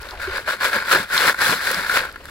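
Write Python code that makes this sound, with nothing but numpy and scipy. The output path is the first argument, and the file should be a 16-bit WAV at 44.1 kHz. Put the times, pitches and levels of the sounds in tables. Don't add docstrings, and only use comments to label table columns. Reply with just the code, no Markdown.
import sys
import numpy as np
from scipy import signal
from scipy.fft import rfft, irfft, next_fast_len
from scipy.io import wavfile
from scipy.ndimage import uniform_filter1d

SR = 44100
rng = np.random.default_rng(int(sys.argv[2]) if len(sys.argv) > 2 else 0)


def materialize(psi):
    bounded = np.clip(np.atleast_2d(psi).T, -1, 1)
    quanta = np.round(bounded * 32767).astype(np.int16)
    wavfile.write(sys.argv[1], SR, quanta)


N = 101429
GRAIN_SAMPLES, PREROLL_SAMPLES = 4096, 32
GRAIN_T = np.arange(GRAIN_SAMPLES) / SR


def amp(db):
    return 10 ** (np.asarray(db) / 20)


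def curve_at(points, hz):
    freqs, values = np.transpose(points)
    return np.interp(np.log(hz + 1), np.log(freqs + 1), values)


def fader(curve, column=1):
    rows = np.array(curve)
    return amp(np.interp(np.arange(N) / SR, rows[:, 0], rows[:, column]))


def add(mix, start_s, sound):
    part = mix[:, max(round(start_s * SR), 0):][:, :sound.shape[1]]
    part += sound[:, :part.shape[1]]


# freq_hz, coherence
STEREO_LIKENESS = [(50, 0.94), (200, 1), (550, 0.97), (1200, 0.92), (1550, 0.96), (2400, 0.34),
                   (3100, 0.15), (4200, 0.56), (6000, 0.12), (15000, 0.067)]
# freq_hz, left_minus_right_db
STEREO_PAN = [(100, 0.5), (400, -0.5), (560, -3), (900, 0.2), (1600, 0.5), (2200, 3), (3000, 12),
              (4000, 4.5), (5000, 1), (7000, -3), (9000, 7), (10800, 4), (12200, -3.5), (16000, 1)]
# freq_hz, left_lead_rad
STEREO_PHASE = [(500, 0.32), (1500, 0.85), (2800, 1), (3400, -1.4), (4300, 0.06), (16000, -3)]
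def stereo(a, b):
    hz = np.fft.rfftfreq(len(a), 1 / SR)
    likeness = np.clip(curve_at(STEREO_LIKENESS, hz), 0, 1)
    mid = rfft(a) * np.sqrt((1 + likeness) / 2)
    side = rfft(b) * np.sqrt((1 - likeness) / 2)
    lean = amp(curve_at(STEREO_PAN, hz) / 2) * np.exp(.5j * curve_at(STEREO_PHASE, hz))
    return irfft([(mid + side) * lean, (mid - side) / lean])


def stereo_grain(pair):
    return stereo(*[np.roll(hit, PREROLL_SAMPLES) / np.linalg.norm(hit) for hit in pair])


def shower(voice, per_s, spread_db, even_s, variants=24):
    hits = amp(spread_db * np.minimum(rng.exponential(1, N), 4))
    hits *= rng.random(N) < per_s / SR
    hits /= np.sqrt(abs(uniform_filter1d(hits ** 2, int(even_s * SR) + 1)) + 1e-6)
    variant = rng.integers(0, variants, N)
    cloud = sum(signal.oaconvolve((hits * (variant == k))[None], voice(), axes=1)[:, :N]
                for k in range(variants))
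    return cloud / np.std(cloud.mean(0))


# pitch_hz, level_db, t60_s
SIEVE_MODES = [(388, -26, 0.048), (550.5, -21.5, 0.074), (905, -19, 0.055), (1081, -8.5, 0.025),
               (1430.6, -2, 0.039), (1542, -1, 0.028), (1650, 1.5, 0.018), (1960, -15.5, 0.04),
               (2185, -11, 0.044), (2370, -5.5, 0.01), (3750, -9.5, 0.012), (4240, -7, 0.0072),
               (4820, -15, 0.023)]
def sieve_ring(detune, uneven_db, rise_s, square_on=False):
    hz, db, t60_s = np.transpose(SIEVE_MODES)[:, :, None]
    shift, weight, polarity = rng.standard_normal((3, 2, len(SIEVE_MODES), 1))
    if square_on:
        polarity[0] = 1
    decay = amp(db + uneven_db * weight - 60 * GRAIN_T / t60_s)
    modes = np.sign(polarity) * decay * np.sin(2 * np.pi * hz * (1 + detune * shift) * GRAIN_T)
    attack = 1 - np.exp(-GRAIN_T / rise_s)
    return stereo_grain(modes.sum(1) * attack)


# time_s, pebbles_db, grit_db
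STROKES = [(0, -38, -54.5), (.11, -40.5, -49.5), (.18, -40, -59.5), (.22, -26.5, -41.5), (.3, -30, -51),
           (.375, -20.5, -39.5), (.43, -44, -52.5), (.455, -35.5, -55), (.49, -19, -36), (.53, -24, -38.5),
           (.588, -39, -55), (.615, -18.5, -38.5), (.65, -17, -28.5), (.71, -27.5, -41), (.755, -17, -35),
           (.84, -28.5, -48), (.9, -20, -34), (.925, -19.5, -23), (.96, -18, -33.5), (1.03, -27.5, -39.5),
           (1.065, -38, -54.5), (1.092, -42, -46), (1.107, -26, -42.5), (1.14, -18.5, -29),
           (1.25, -20.5, -29.5), (1.285, -14, -26), (1.315, -25, -33.5), (1.338, -53, -47),
           (1.37, -33.5, -47.5), (1.42, -14.5, -27.5), (1.51, -30.5, -28), (1.6, -26, -40.5),
           (1.67, -23, -32), (1.86, -24, -40.5), (1.93, -22.5, -34), (1.97, -14, -28.5),
           (2.03, -26.5, -44.5), (2.06, -31.5, -48.5), (2.12, -45.5, -59), (2.23, -68, -58.5),
           (2.3, -48, -50.5)]
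def pebbles(gain_db=-3):
    rattle = shower(lambda: sieve_ring(detune=.012, uneven_db=3.5, rise_s=.00013),
                    per_s=850, spread_db=2.8, even_s=.025)
    return amp(gain_db) * fader(STROKES) * rattle


def burst(spectrum, t60_s):
    hz = abs(np.fft.fftfreq(GRAIN_SAMPLES, 1 / SR))
    log_gain = np.log(amp(curve_at(spectrum, hz)))
    colour = np.exp(np.conj(signal.hilbert(log_gain)))
    noise = rng.standard_normal((2, GRAIN_SAMPLES)) * amp(-60 * GRAIN_T / t60_s)
    return stereo_grain(np.fft.ifft(np.fft.fft(noise) * colour).real)


def clink(low_hz=3300, high_hz=5200, t60_s=.084):
    hz = low_hz * (high_hz / low_hz) ** rng.random()
    decay = amp(-60 * GRAIN_T / t60_s)
    tones = [decay * np.sin(2 * np.pi * (hz * GRAIN_T + phase)) for phase in rng.random(2)]
    return stereo(*np.roll(tones, PREROLL_SAMPLES, axis=1))


# freq_hz, level_db
GRIT_SPECTRUM = [(300, -13.5), (900, 0.5), (1600, 12.5), (2300, 1.5), (3100, -7), (4000, 3), (4900, -2),
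                 (5700, -6), (6700, -8.5), (7600, -5.5), (9000, -9.5), (10800, -5.5), (12000, -5.5),
                 (13500, -13), (16000, -9)]
def grit(scrape_db=8, clink_db=-6):
    scrape = shower(lambda: burst(GRIT_SPECTRUM, t60_s=.018), per_s=3800, spread_db=2.9, even_s=.025)
    clinks = shower(clink, per_s=220, spread_db=4, even_s=.06, variants=16)
    return fader(STROKES, column=2) * (amp(scrape_db) * scrape + amp(clink_db) * clinks)


def bubble(low_hz=450, high_hz=2400, cycles=22, rise=.19):
    hz = low_hz * (high_hz / low_hz) ** rng.random()
    age = GRAIN_T * hz / cycles
    envelope = amp(-40 * age) * np.minimum(GRAIN_T * hz, 1)
    tone = np.sin(2 * np.pi * hz * GRAIN_T * (1 + rise * age / 2))
    return np.tile(envelope * tone, (2, 1))


# time_s, level_db
SURGES = [(0.0, -43), (0.22, -44.5), (0.29, -36), (0.31, -42), (0.36, -33.5), (0.45, -52), (0.48, -27.5),
          (0.54, -35.5), (0.58, -59), (0.63, -26.5), (0.72, -41), (0.76, -27), (0.84, -52), (0.94, -21.5),
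          (1.07, -53), (1.23, -26.5), (1.3, -25), (1.36, -69), (1.41, -53), (1.54, -24.5), (1.57, -66),
          (1.71, -32.5), (1.88, -45.5), (1.97, -27), (2.15, -50.5), (2.3, -48)]
# freq_hz, level_db
SPLASH_SPECTRUM = [(40, -36), (150, -24), (290, -12), (390, -3), (540, 2), (680, -8.5), (1100, -2.5),
                   (2500, -7.5), (16000, -40)]
def slosh(splash_db=.5, bubble_db=-5):
    splashes = shower(lambda: burst(SPLASH_SPECTRUM, t60_s=.04), per_s=460, spread_db=4, even_s=.16)
    bubbles = shower(bubble, per_s=130, spread_db=6, even_s=.033)
    return fader(SURGES) * (amp(splash_db) * splashes + amp(bubble_db) * bubbles)


# time_s, level_db
CHURN_SWELLS = [(0, -61), (.74, -55), (.765, -36.5), (.81, -58), (.91, -56), (.96, -40.5), (1.005, -40.5),
                (1.06, -58), (1.11, -63), (1.15, -44.5), (1.2, -54), (1.28, -38.5), (1.35, -60),
                (1.52, -37.5), (1.61, -56.5), (1.76, -45), (1.89, -53.5), (1.97, -45), (2.14, -59),
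                (2.3, -54.5)]
# freq_hz, level_db
CHURN_SPECTRUM = [(30, -9), (70, -13.5), (120, -2), (190, 0), (280, -1), (420, -2), (900, -49), (3000, -93)]
def churn(gain_db=4.5):
    body = shower(lambda: burst(CHURN_SPECTRUM, t60_s=.016),
                  per_s=540, spread_db=2.5, even_s=.075, variants=12)
    return amp(gain_db) * fader(CHURN_SWELLS) * body


# freq_hz, level_db
CREEK_SPECTRUM = [(60, 0), (250, -17), (550, 7), (1000, 15), (1600, 5), (3000, -18), (4500, -15),
                  (6500, -19), (11000, -30), (16000, -5)]
def creek(gain_db=-58.5):
    return amp(gain_db) * shower(lambda: burst(CREEK_SPECTRUM, t60_s=.021),
                                 per_s=1300, spread_db=2.8, even_s=.5, variants=12)


# freq_hz, level_db
BREEZE_SPECTRUM = [(10, -3), (30, -1.5), (62, 4.5), (90, -1), (150, -28), (400, -41), (2000, -80)]
# time_s, level_db
BREEZE_GUSTS = [(0, -37), (.03, -41), (.07, -49), (.17, -38.5), (.25, -48), (.31, -36), (.34, -44.5),
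                (.45, -41.5), (.52, -54), (2.3, -47.5)]
def breeze():
    length = 2 * next_fast_len(N)
    colour = amp(curve_at(BREEZE_SPECTRUM, np.fft.rfftfreq(length, 1 / SR)))
    air = irfft(rfft(rng.standard_normal((2, length))) * colour)
    rumble = stereo(*air)[:, :N]
    return fader(BREEZE_GUSTS) * rumble / np.sqrt(np.mean(rumble ** 2))


# start_s, level_db
STONE_CLICKS = [(0.015, -27), (0.021, -24), (0.917, -18), (1.165, -13), (1.326, -17), (1.345, -22),
                (1.417, -15), (1.714, -5), (2.054, -24), (2.125, -26), (2.242, -31), (2.255, -21)]
def stone_clicks(gain_db=10):
    out = np.zeros((2, N))
    for start_s, db in STONE_CLICKS:
        snap = np.diff(burst(GRIT_SPECTRUM, t60_s=.014), axis=1)
        add(out, start_s - .0005, amp(db + gain_db) * snap)
    return out


# start_s, pitch_hz, level_db
CHIP_TICKS = [(.029, 4800, -17), (.088, 4000, -15), (.109, 4200, -11), (1.178, 4100, 11), (1.744, 4570, 1),
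              (2.115, 4000, -20)]
def chip_ticks():
    out = np.zeros((2, N))
    for start_s, hz, db in CHIP_TICKS:
        peak = [(hz / 2, -30), (hz, 0), (hz * 2, -30)]
        add(out, start_s - .0005, amp(db) * burst(peak, t60_s=.011))
    return out


# start_s, level_db
WALL_KNOCKS = [(.089, -26), (.201, -23), (.242, -18), (.477, -14), (.486, -10), (.611, -17), (.645, -10),
               (.731, -9), (.744, -10), (.762, -12), (.824, -16), (.914, -5), (.930, -9), (.949, -4),
               (.959, -6), (1.102, -21), (1.219, -11), (1.278, -3), (1.285, -6), (1.296, -4), (1.324, -17),
               (1.3445, -13.5), (1.39, -18), (1.422, -11), (1.462, -9), (1.496, -9), (1.53, -11),
               (1.613, -16), (1.67, -11), (1.785, -15), (1.897, -8.5), (1.913, -12), (1.971, -8),
               (2.038, -19), (2.051, -16), (2.09, -25), (2.143, -32), (2.159, -21), (2.255, -28),
               (2.287, -28)]
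def knocks(gain_db=16.5, tick_db=-12.5, contact_hz=2400, max_bounce_s=.004, bounce_db=-5):
    out = np.zeros((2, N))
    soft_contact = signal.butter(2, contact_hz, fs=SR)
    for start_s, db in WALL_KNOCKS:
        bounce_s = max_bounce_s * rng.uniform(.67, 1)
        for delay_s, drop_db in ((0, 0), (bounce_s, bounce_db)):
            ring = sieve_ring(detune=.014, uneven_db=1.5, rise_s=.00043, square_on=True)
            hollow = signal.lfilter(*soft_contact, ring)
            tick = amp(tick_db) * burst(GRIT_SPECTRUM, t60_s=.008)
            add(out, start_s + delay_s - .001, amp(db + drop_db + gain_db) * (hollow + tick))
    return out


def drain(start_s=.116, length_s=.034, from_hz=1150, to_hz=600, gain_db=-28, count=14):
    out = np.zeros((2, N))
    for progress, jitter in zip(np.linspace(0, 1, count), rng.uniform(-.92, 1, count)):
        hz = from_hz * (to_hz / from_hz) ** progress
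        blip = bubble(hz * .79, hz * 1.23, cycles=9.8)
        add(out, start_s + length_s * (progress + jitter / count), amp(gain_db) * blip)
    return out


# start_s, pitch_hz, level_db
AIR_PLOPS = [(0.125, 383, -36), (.273, 377, -21), (.752, 559, -25.5), (0.946, 374, -23), (.99, 182, -30.5),
             (1.463, 520, -25.5), (1.487, 147, -28.5), (1.524, 476, -27), (1.77, 183, -31)]
def plops(attack_s=.01, t60_s=.06, glide_per_s=.8):
    out, t = np.zeros((2, N)), GRAIN_T
    envelope = np.minimum(t / attack_s, 1) * amp(-60 * np.maximum(t - attack_s, 0) / t60_s)
    for start_s, hz, db in AIR_PLOPS:
        tone = np.sin(2 * np.pi * hz * t * (1 + glide_per_s * t / 2))
        add(out, start_s, np.tile(amp(db) * envelope * tone, (2, 1)))
    return out


def bank_echoes(sound, gain_db=-23, build_s=.028, t60_s=.091):
    t = np.arange(SR // 3) / SR
    tail = rng.standard_normal((2, len(t))) * amp(-60 * t / t60_s) * np.minimum(t / build_s, 1)
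    return amp(gain_db) * signal.fftconvolve(sound, tail / np.linalg.norm(tail[0]), axes=1)[:, :N]


def scene():
    gravel = pebbles() + grit() + knocks() + stone_clicks() + chip_ticks()
    water = slosh() + churn() + plops() + drain()
    sieve = gravel + water
    return sieve + bank_echoes(sieve) + creek() + breeze()


def record(dry):
    ceiling, cutoff_hz = .85, 15850
    rounded = dry / (1 + (dry / ceiling) ** 6) ** (1 / 6)
    lowpass = signal.firwin(511, cutoff_hz, window=("kaiser", 9), fs=SR)
    return signal.oaconvolve(rounded, lowpass[None], "same")


dry = scene()
out = record(dry)
materialize(out)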